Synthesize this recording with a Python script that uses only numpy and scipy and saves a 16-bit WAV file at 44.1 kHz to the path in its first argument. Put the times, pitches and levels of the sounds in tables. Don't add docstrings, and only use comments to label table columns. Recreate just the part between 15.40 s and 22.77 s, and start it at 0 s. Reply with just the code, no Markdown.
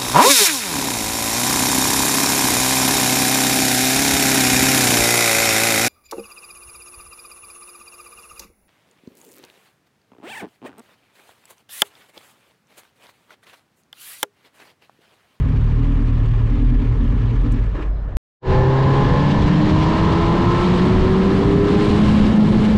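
import sys
import numpy as np
from scipy import signal
from scipy.io import wavfile
from scipy.ndimage import uniform_filter1d

SR = 44100
rng = np.random.default_rng(int(sys.argv[2]) if len(sys.argv) > 2 else 0)


def elevation(decibels):
    levels = np.asarray(decibels, float)
    return 10 ** (levels / 20)


def to_wav(sig):
    pcm = np.clip(np.atleast_2d(sig), -1, 1) * 32767
    pcm = np.round(pcm).astype(np.int16)
    wavfile.write(sys.argv[1], SR, pcm.T)


N = 325017
TIME = np.arange(N) / SR


def evened(x):
    return x / np.sqrt(np.mean(x ** 2) + 1e-20)


def columns(rows):
    s, *values = np.transpose(rows)
    return [np.interp(TIME, s, v) for v in values]


def wander(hz):
    span = max(int(SR / 64 / hz / 3), 1)
    steps = rng.standard_normal(N // 64 + 2)
    steps = uniform_filter1d(uniform_filter1d(steps, span), span)
    return np.interp(np.arange(N) / 64, np.arange(len(steps)), evened(steps))


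def noise(shape, size, patchy_db, flicker_db):
    frames, hz = 4 * N // size + 5, np.fft.rfftfreq(size, 1 / SR)
    a, b, patches = rng.standard_normal((frames, len(hz), 3)).T
    patches = uniform_filter1d(patches, size=size // 64, axis=0)
    patches = evened(uniform_filter1d(patches, size=8, axis=1))
    flicker = evened(uniform_filter1d(rng.standard_normal(frames), size=4))
    f, db = np.transpose(shape)
    colour_db = np.interp(np.log(hz + 1), np.log(f + 1), db, left=-90, right=-120)[:, None]
    z = (a + 1j * b) * elevation(colour_db + patchy_db * patches + flicker_db * flicker)
    return evened(signal.istft(z, nperseg=size, noverlap=size * 3 // 4)[1][:N])


def order(turns, k, wobble_db, slip, hz):
    phase = 2 * np.pi * (k * turns + rng.random()) + slip * wander(hz)
    return np.sqrt(2) * elevation(wobble_db * wander(hz)) * np.sin(phase)


def lift(hz, centre_hz, width_hz):
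    return 1 / (1 + (2 * (hz - centre_hz) / width_hz) ** 2)


def resonances(hz, rows):
    return sum(elevation(top_db) * lift(hz, centre_hz, width_hz) for centre_hz, width_hz, top_db in rows)


def bumps(rows, width_s):
    return sum(db * np.exp(-((TIME - s) / width_s) ** 2) for s, db in rows)


def held(start, rise_s, hold_s, fall_s):
    t = TIME - start
    return np.clip(t / rise_s, 0, 1) * np.exp(-np.maximum(t - rise_s - hold_s, 0) / fall_s)


# (time [s], firing rate [Hz], stroke strength [dB])
IDLE_SPEED = [(0, 37.26, -13), (.2, 37.26, 2), (.4, 39.34, -1.5), (.55, 39.53, 1), (.7, 39, -1),
              (.85, 36.91, 2), (.95, 37.72, 2), (1.04, 37.17, -0.5), (1.15, 40.46, -2), (1.35, 40.15, 2.5),
              (1.52, 39, -4), (1.66, 39.3, 0), (1.84, 37.3, -9), (2.03, 40.9, -3.5), (2.2, 38.82, -2.5),
              (2.3, 33.97, -4), (2.45, 26.55, 4)]


def idle_strokes():
    firing, stroke_db = columns(IDLE_SPEED)
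    off_s, rundown_db_per_s = 2.18, -65
    run_db = rundown_db_per_s * np.maximum(TIME - off_s, 0)
    return firing, stroke_db, np.cumsum(firing) / SR, run_db


# (time [s], level [dB])
TANK_SHUDDERS = [(.24, 2.5), (.4, 7), (.67, 4), (.85, 5), (1.03, 5), (1.3, 10.5), (1.52, 9), (1.63, -5),
                 (1.7, 4.5), (1.77, -6.5), (1.9, 6), (2.1, 5)]


def firing_boom():
    firing, stroke_db, turns, run_db = idle_strokes()
    boom_db = -15.5 + 1.7 * (firing - 39) + stroke_db
    even_db = -23 - 7 * TIME + .3 * run_db
    third_db = -22.5 + bumps(TANK_SHUDDERS, width_s=.05) + 1.1 * run_db
    tank = 0.31 + lift(3 * firing, 110, 14)
    airbox = .25 + lift(4 * firing, 149, 16)
    out = elevation(boom_db) * order(turns, 1, wobble_db=.6, slip=.1, hz=6)
    out += elevation(even_db) * order(turns, 2, wobble_db=.8, slip=.15, hz=7)
    out += elevation(third_db) * tank * order(turns, 3, wobble_db=.9, slip=.25, hz=9)
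    return out + elevation(even_db - 1) * airbox * order(turns, 4, wobble_db=1.3, slip=.25, hz=8)


# (pitch [Hz], width [Hz])
FAIRING_PANELS = [
    (245, 19),
    (283, 26),
]
# (start [s], length [s], sixth order level [dB], seventh order level [dB])
FAIRING_BUZZES = [
    (0.014, 0.093, -22.5, -25),
    (.36, 0.46, -33, -30.5),
    (1.073, .3, -29.5, -35),
    (1.553, 0.27, -25, -33.5),
    (2.031, 0.12, -30, -34),
]


def fairing_buzz():
    firing, _, turns, run_db = idle_strokes()
    strong = 1 + .5 * np.cos(np.pi / 2 * (turns - turns[round(1.133 * SR)]))
    out = np.zeros(N)
    for i, (hz, width_hz) in enumerate(FAIRING_PANELS):
        k = i + 6
        panel = .15 + lift(k * firing, hz, width_hz)
        buzz = sum(elevation(levels_db[i]) * held(s, .04, length, .05)
                   for s, length, *levels_db in FAIRING_BUZZES)
        tone = order(turns, k, wobble_db=1.2, slip=.4, hz=10)
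        out += (elevation(-35 + run_db) + buzz) * strong * panel * tone
    return out


# (pitch [Hz], level per Hz [dB])
LUMP_COLOUR = [(15, -18.5), (30, -19.5), (50, -10.5), (75, 3.5), (115, 1.5), (150, -6), (190, -10),
               (260, -14), (330, -28)]
# (pitch [Hz], level per Hz [dB])
THRUM_COLOUR = [(230, -16), (300, 0), (340, -7), (400, -1.5), (480, -9.5), (600, -19), (800, -41.5)]
# (pitch [Hz], level per Hz [dB])
CASE_COLOUR = [(450, -31.5), (560, -1.5), (680, -8.5), (800, -0.5), (930, -1.5), (1020, 2), (1250, -2),
               (1570, -8.5), (1700, -1.5), (1920, -8), (2300, -26), (3000, -42)]
# (pitch [Hz], level per Hz [dB])
CLATTER_COLOUR = [(1900, -4), (2300, -0.5), (2600, -5), (2850, -3.5), (3300, -7), (4200, -12.5),
                  (5000, -18), (6300, -22), (8000, -27.0), (9000, -34), (11000, -40.5), (15000, -43.5)]
# (thrum [dB], case [dB], clatter [dB], lumps [dB])
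REST_DROP = (-16, -16, -15.5, -9)
# (thrum [dB], case [dB], clatter [dB])
GASP_LEVEL = (-33.5, -40.5, -55.5)
# (thrum [dB], case [dB], clatter [dB])
SETTLE_LEVEL = (-51, -52.5, -76)


def engine_noise():
    _, _, turns, run_db = idle_strokes()
    gasp = held(2.343, rise_s=.011, hold_s=0.072, fall_s=0.035)
    settle = held(2.55, rise_s=0.11, hold_s=1, fall_s=1)
    running_db = (-35.5, -41, -52, -23)
    *levels, lumps = [elevation(db + np.maximum(0.59 * run_db, rest_db))
                      for db, rest_db in zip(running_db, REST_DROP)]
    thrum, case, clatter = [level + elevation(gasp_db) * gasp + elevation(settle_db) * settle
                            for level, gasp_db, settle_db in zip(levels, GASP_LEVEL, SETTLE_LEVEL)]
    stroke = 1 + 0.088 * np.cos(2 * np.pi * turns)
    out = lumps * noise(LUMP_COLOUR, size=4096, patchy_db=.5, flicker_db=.2)
    for k in range(9, 13):
        out += elevation(-17.0) * thrum * order(turns, k, wobble_db=3.0, slip=0.75, hz=4.5)
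    out += elevation(-1.5) * thrum * stroke * noise(THRUM_COLOUR, size=2048, patchy_db=.5, flicker_db=.2)
    out += case * stroke * noise(CASE_COLOUR, size=1024, patchy_db=0.6, flicker_db=0.4)
    return out + elevation(4.5) * clatter * stroke * noise(CLATTER_COLOUR, size=512, patchy_db=1.4, flicker_db=-1.44)


# (time [s], level [dB])
DRONE_LEVEL = [(0, -16), (.45, -28.5), (.95, -21), (1.3, -21.5), (1.7, -18.5), (2.15, -19), (2.7, -24.5),
               (2.77, -49)]
# (time [s], level [dB])
FRAME_SWAYS = [
    (2.3, 3.5),
    (2.41, -7),
    (2.5, 6),
    (2.65, 0.5),
]


def drone():
    hz = 49.05 + .9 * wander(3)
    level_db = columns(DRONE_LEVEL)[0] + bumps(FRAME_SWAYS, width_s=.04)
    return elevation(level_db) * order(np.cumsum(hz) / SR, 1, wobble_db=1.1, slip=.3, hz=6)


# (pitch [Hz], level per Hz [dB])
STREET_COLOUR = [(100, -14.5), (160, 0), (250, -18.5), (400, -8.5), (600, -7.5), (900, -19), (1500, -19.5),
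                 (2200, -37.5)]


def street():
    return elevation(-43.5) * noise(STREET_COLOUR, size=2048, patchy_db=0.8, flicker_db=-0.9)


# (time [s], peak level [dB])
KEY_CLICK = [
    (2.1186, -30.5),
]
# (pitch [Hz], level [dB])
BRAKE_TONES = [
    (4100, -70),
    (4980, -71),
]
# (time [s], peak level [dB], pitch [Hz])
FRAME_ROCK = (2.7485, -11.5, 43)


def switch_off():
    out = np.zeros(N)
    thin_band = signal.butter(2, [5200, 9500], "band", fs=SR, output="sos")
    for s, db in KEY_CLICK:
        t = np.maximum(TIME - s, 0)
        thin = signal.sosfilt(thin_band, rng.standard_normal(N))
        out += elevation(db - 5.0) * thin * (1 - np.exp(-t / 0.00056)) * np.exp(-t / 0.0071)
    for hz, db in BRAKE_TONES:
        squeak = order(hz * TIME, 1, wobble_db=3, slip=.6, hz=20)
        out += elevation(db) * squeak * np.exp(-((TIME - 2.56) / .08) ** 2)
    s, db, hz = FRAME_ROCK
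    t = np.maximum(TIME - s, 0)
    return out + elevation(db) * np.sin(2 * np.pi * hz * t) * (1 - np.exp(-t / 0.0026))


# (time [s], turns per second [Hz])
CRANK_SPEED = [(3, 63), (3.15, 64.3), (3.55, 68.2), (3.85, 71.6), (4.05, 73.9), (4.45, 78.8), (4.85, 83.7),
               (5.25, 88.5), (5.65, 93.4), (6.05, 98.6), (6.25, 101.2), (6.45, 103.2), (6.65, 104.6),
               (6.95, 105.9), (7.37, 107.7)]
# (time [s], level [dB])
THROTTLE_LOAD = [(3, 3.5), (3.3, -1.5), (3.6, 1.5), (4.1, -4.5), (4.8, 2), (5.3, -0.5), (5.9, -2.5),
                 (6.3, -6), (6.7, -4), (6.9, -7.5), (7.37, -10)]
# (crank order [1], level [dB], share of the load [1])
LOW_TONES = [
    (2, 0, 0.037),
    (3, -26, 0.37),
    (4, -17.5, 0.42),
    (6, -20, 0.34),
]
# (pitch [Hz], width [Hz], level [dB])
MUFFLER_RINGS = [(133.3, 16.2, -17.5), (147.4, 18, -22.5), (180.8, 22, -20), (212.7, 7.1, -14),
                 (303.2, 31, -3), (367, 60, -5.5), (406.5, 48, -1)]
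# (order [1], start [s], length [s], level [dB])
ROAD_ECHOES = [(2, 3.63, 0.1, -5.5), (2, 5, 0.17, -9.5), (2, 5.53, 0.12, -7.5), (2, 6.02, 0.16, -11),
               (3, 5.98, .65, 8), (3, 5.3, 0.65, -3), (4, 6.58, 0.31, -8), (4, 7.03, .3, 6.5),
               (4, 3.3, 0.28, 4.5), (4, 4.7, 0.28, 0.5), (2, 6.22, 0.23, -2.5), (6, 3.3, .25, 2.5),
               (6, 3.3, .3, -9.5)]
# (crank order [1], level [dB])
HOWL_TONES = [(5, -6.5), (7, -6), (8, 2.5), (9, -8), (10, -0.5), (11, -4), (12, 1.5), (13, 0.5), (14, -1.5),
              (15, 0), (16, -2.5), (17, -8), (18, -12.5), (19, -17.5), (20, -18), (21, -19), (22, -12.5),
              (23, -11), (24, 1.5), (25, 2), (26, -8), (27, 0)]
# (pitch [Hz], width [Hz], level [dB])
PIPE_RINGS = [(328, 200, 7), (498, 63, -0.5), (623, 34, -10), (848, 68, -2.5), (946, 32, -5),
              (1035.3, 89, 1), (1302, 130, -5.5), (1720, 150, -10.5)]


def exhaust():
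    (crank,), (load_db,) = columns(CRANK_SPEED), columns(THROTTLE_LOAD)
    turns = np.cumsum(crank) / SR
    grid_hz = np.arange(4000.)
    muffler = resonances(grid_hz, MUFFLER_RINGS)
    muffler *= elevation(-12 * (1 + np.tanh((grid_hz - 417) / 3)) / 2)
    out = np.zeros(N)
    for k, db, share in LOW_TONES:
        k = round(k)
        echo_db = sum(lift_db * held(s, 0.043, length, .04)
                      for n, s, length, lift_db in ROAD_ECHOES if round(n) == k)
        passed = elevation(db + share * load_db + echo_db) * np.interp(k * crank, grid_hz, muffler)
        out += passed * order(turns, k, wobble_db=.7, slip=.1, hz=6)
    pipe = resonances(grid_hz, PIPE_RINGS)
    halves = np.arange(5, 26) + .5
    halves_db = -13 + 9 * np.exp(-((halves - 11.8) / 4.8) ** 2)
    howl = np.zeros(N)
    for k, db in [*HOWL_TONES, *zip(halves, halves_db)]:
        k = round(2 * k) / 2
        stray = order(turns, k, wobble_db=2.6, slip=.032 * k, hz=7)
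        howl += elevation(db) * np.interp(k * crank, grid_hz, pipe) * stray
    return out + elevation(-32 + load_db) * howl


# (time [s], level [dB])
HELMET_AIR = [(3.1, -1), (3.3, -4), (3.55, -0.5), (3.9, -1), (4.4, 1), (4.9, -0.5), (5.3, 1.5), (5.6, 0),
              (5.76, -2), (5.95, -0.5), (6.22, -3.5), (6.3, 0.5), (6.6, 2.5), (6.86, 2), (6.92, -2),
              (7.1, -1.5), (7.37, -0.5)]
# (time [s], level [dB])
GUST_THUMPS = [(3.15, 9.5), (3.67, 4), (3.8, -0.5), (4.45, 3), (5.1, 4), (5.62, 5.5), (5.75, 0.5),
               (6.2, 4.5), (6.79, 4.5), (7.33, 2)]
# (time [s], level [dB])
GUST_GRIT = [(3.915, 5), (4.025, 3.5), (4.08, 3), (4.14, 1), (4.3, 2), (4.43, 3.5), (4.73, 2.5),
             (5.21, 0.5), (6.69, 4), (7.15, 1), (7.25, 3.5)]
# (start [s], length [s], drumming level [dB])
VEHICLE_PASSES = [
    (3.672, 0.61, -21),
    (6.672, 0.037, -18.5),
]
# (pitch [Hz], level per Hz [dB])
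BUFFET_COLOUR = [(53, -21.5), (90, -7.5), (124, -7), (177, 0), (252, -4.5), (323, -7), (448, -11.5),
                 (700, -32.5), (910, -43.5), (1540, -120)]
# (pitch [Hz], level per Hz [dB])
THUD_COLOUR = [(8.8, -43), (15, -4), (113, 1), (160, -7), (210, -30), (350, -120)]
# (pitch [Hz], level per Hz [dB])
DRUMMING_COLOUR = [(120, -31), (160, -6), (190, -1), (225, -11), (300, -23)]
# (pitch [Hz], level per Hz [dB])
ROAR_COLOUR = [(260, -14), (450, 0), (752, -2.5), (924, -5.5), (1030, -0.5), (1180, -6.5), (1300, -9.5),
               (1500, -9), (1760, -7), (1920, -10), (2600, -35.5), (3380, -59), (5720, -120)]
# (pitch [Hz], level per Hz [dB])
HISS_COLOUR = [(2000, 1.5), (2300, 0.5), (2550, -3.5), (2800, 0.5), (3400, -3), (4100, -4.5), (5000, -11),
               (6300, -18.5), (7800, -24), (8200, -34.5), (10300, -39.5), (10800, -44.5), (13000, -52.5),
               (15000, -64.5)]
# (pitch [Hz], level per Hz [dB])
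AIR_COLOUR = [(5500, -22.5), (6500, -2), (8000, -1), (10200, -8), (10800, -18.5), (13000, -23),
              (15000, -32.5)]


def wind():
    (air_db,), (crank,), (load_db,) = columns(HELMET_AIR), columns(CRANK_SPEED), columns(THROTTLE_LOAD)
    speed_db = 20 * np.log10(crank / crank[-1])
    thumps_db, grit_db = bumps(GUST_THUMPS, width_s=0.076), bumps(GUST_GRIT, width_s=.012)
    buffet_db = -23 + 1.64 * speed_db + 0.22 * thumps_db
    roar_db = -25.5 + 0.4 * air_db + 0.17 * load_db + 0.45 * grit_db
    hiss_db = -37.5 + air_db + grit_db + .45 * wander(10)
    drum = elevation(-20.5 + 2.1 * speed_db)
    drum += sum(elevation(db) * held(s, 0.03, length, 0.057) for s, length, db in VEHICLE_PASSES)
    out = elevation(buffet_db + 6.5) * noise(BUFFET_COLOUR, size=2048, patchy_db=1.25, flicker_db=0.9)
    out += elevation(-20 + thumps_db) * noise(THUD_COLOUR, size=2048, patchy_db=1.36, flicker_db=-1.9)
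    out += drum * noise(DRUMMING_COLOUR, size=4096, patchy_db=.6, flicker_db=.3)
    out += elevation(roar_db - 1.5) * noise(ROAR_COLOUR, size=1024, patchy_db=.9, flicker_db=.25)
    out += elevation(hiss_db + 2.5) * noise(HISS_COLOUR, size=512, patchy_db=0.64, flicker_db=0.15)
    thin_db = hiss_db - 16.5 + 2.8 * speed_db
    return out + elevation(thin_db) * noise(AIR_COLOUR, size=512, patchy_db=1.5, flicker_db=0.8)


# (time [s], level [dB])
ROAD_FADE = [
    (3.0, -93),
    (3.015, -51),
    (3.03, -24.5),
    (3.05, -13.5),
    (3.075, -6.5),
    (3.11, 1),
]


def scene():
    fade_db, = columns(ROAD_FADE)
    idle = firing_boom() + fairing_buzz() + engine_noise()
    kerb = (idle + drone() + street() + switch_off()) * (TIME < 2.7695)
    road = (exhaust() + wind()) * elevation(fade_db) * (TIME > ROAD_FADE[0][0])
    return (kerb + road)[None]


def top_cut(x):
    return signal.sosfilt(signal.butter(12, 15140, fs=SR, output="sos"), x)


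def record(dry):
    power_db = 10 * np.log10(abs(uniform_filter1d(dry ** 2, size=1300, axis=1)) + 1e-12)
    level = dry / elevation(0.31 * np.maximum(power_db + 16.0, 0))
    ceiling = 0.62
    return top_cut(ceiling * np.tanh(level / ceiling))


dry = scene()
out = record(dry)
to_wav(out)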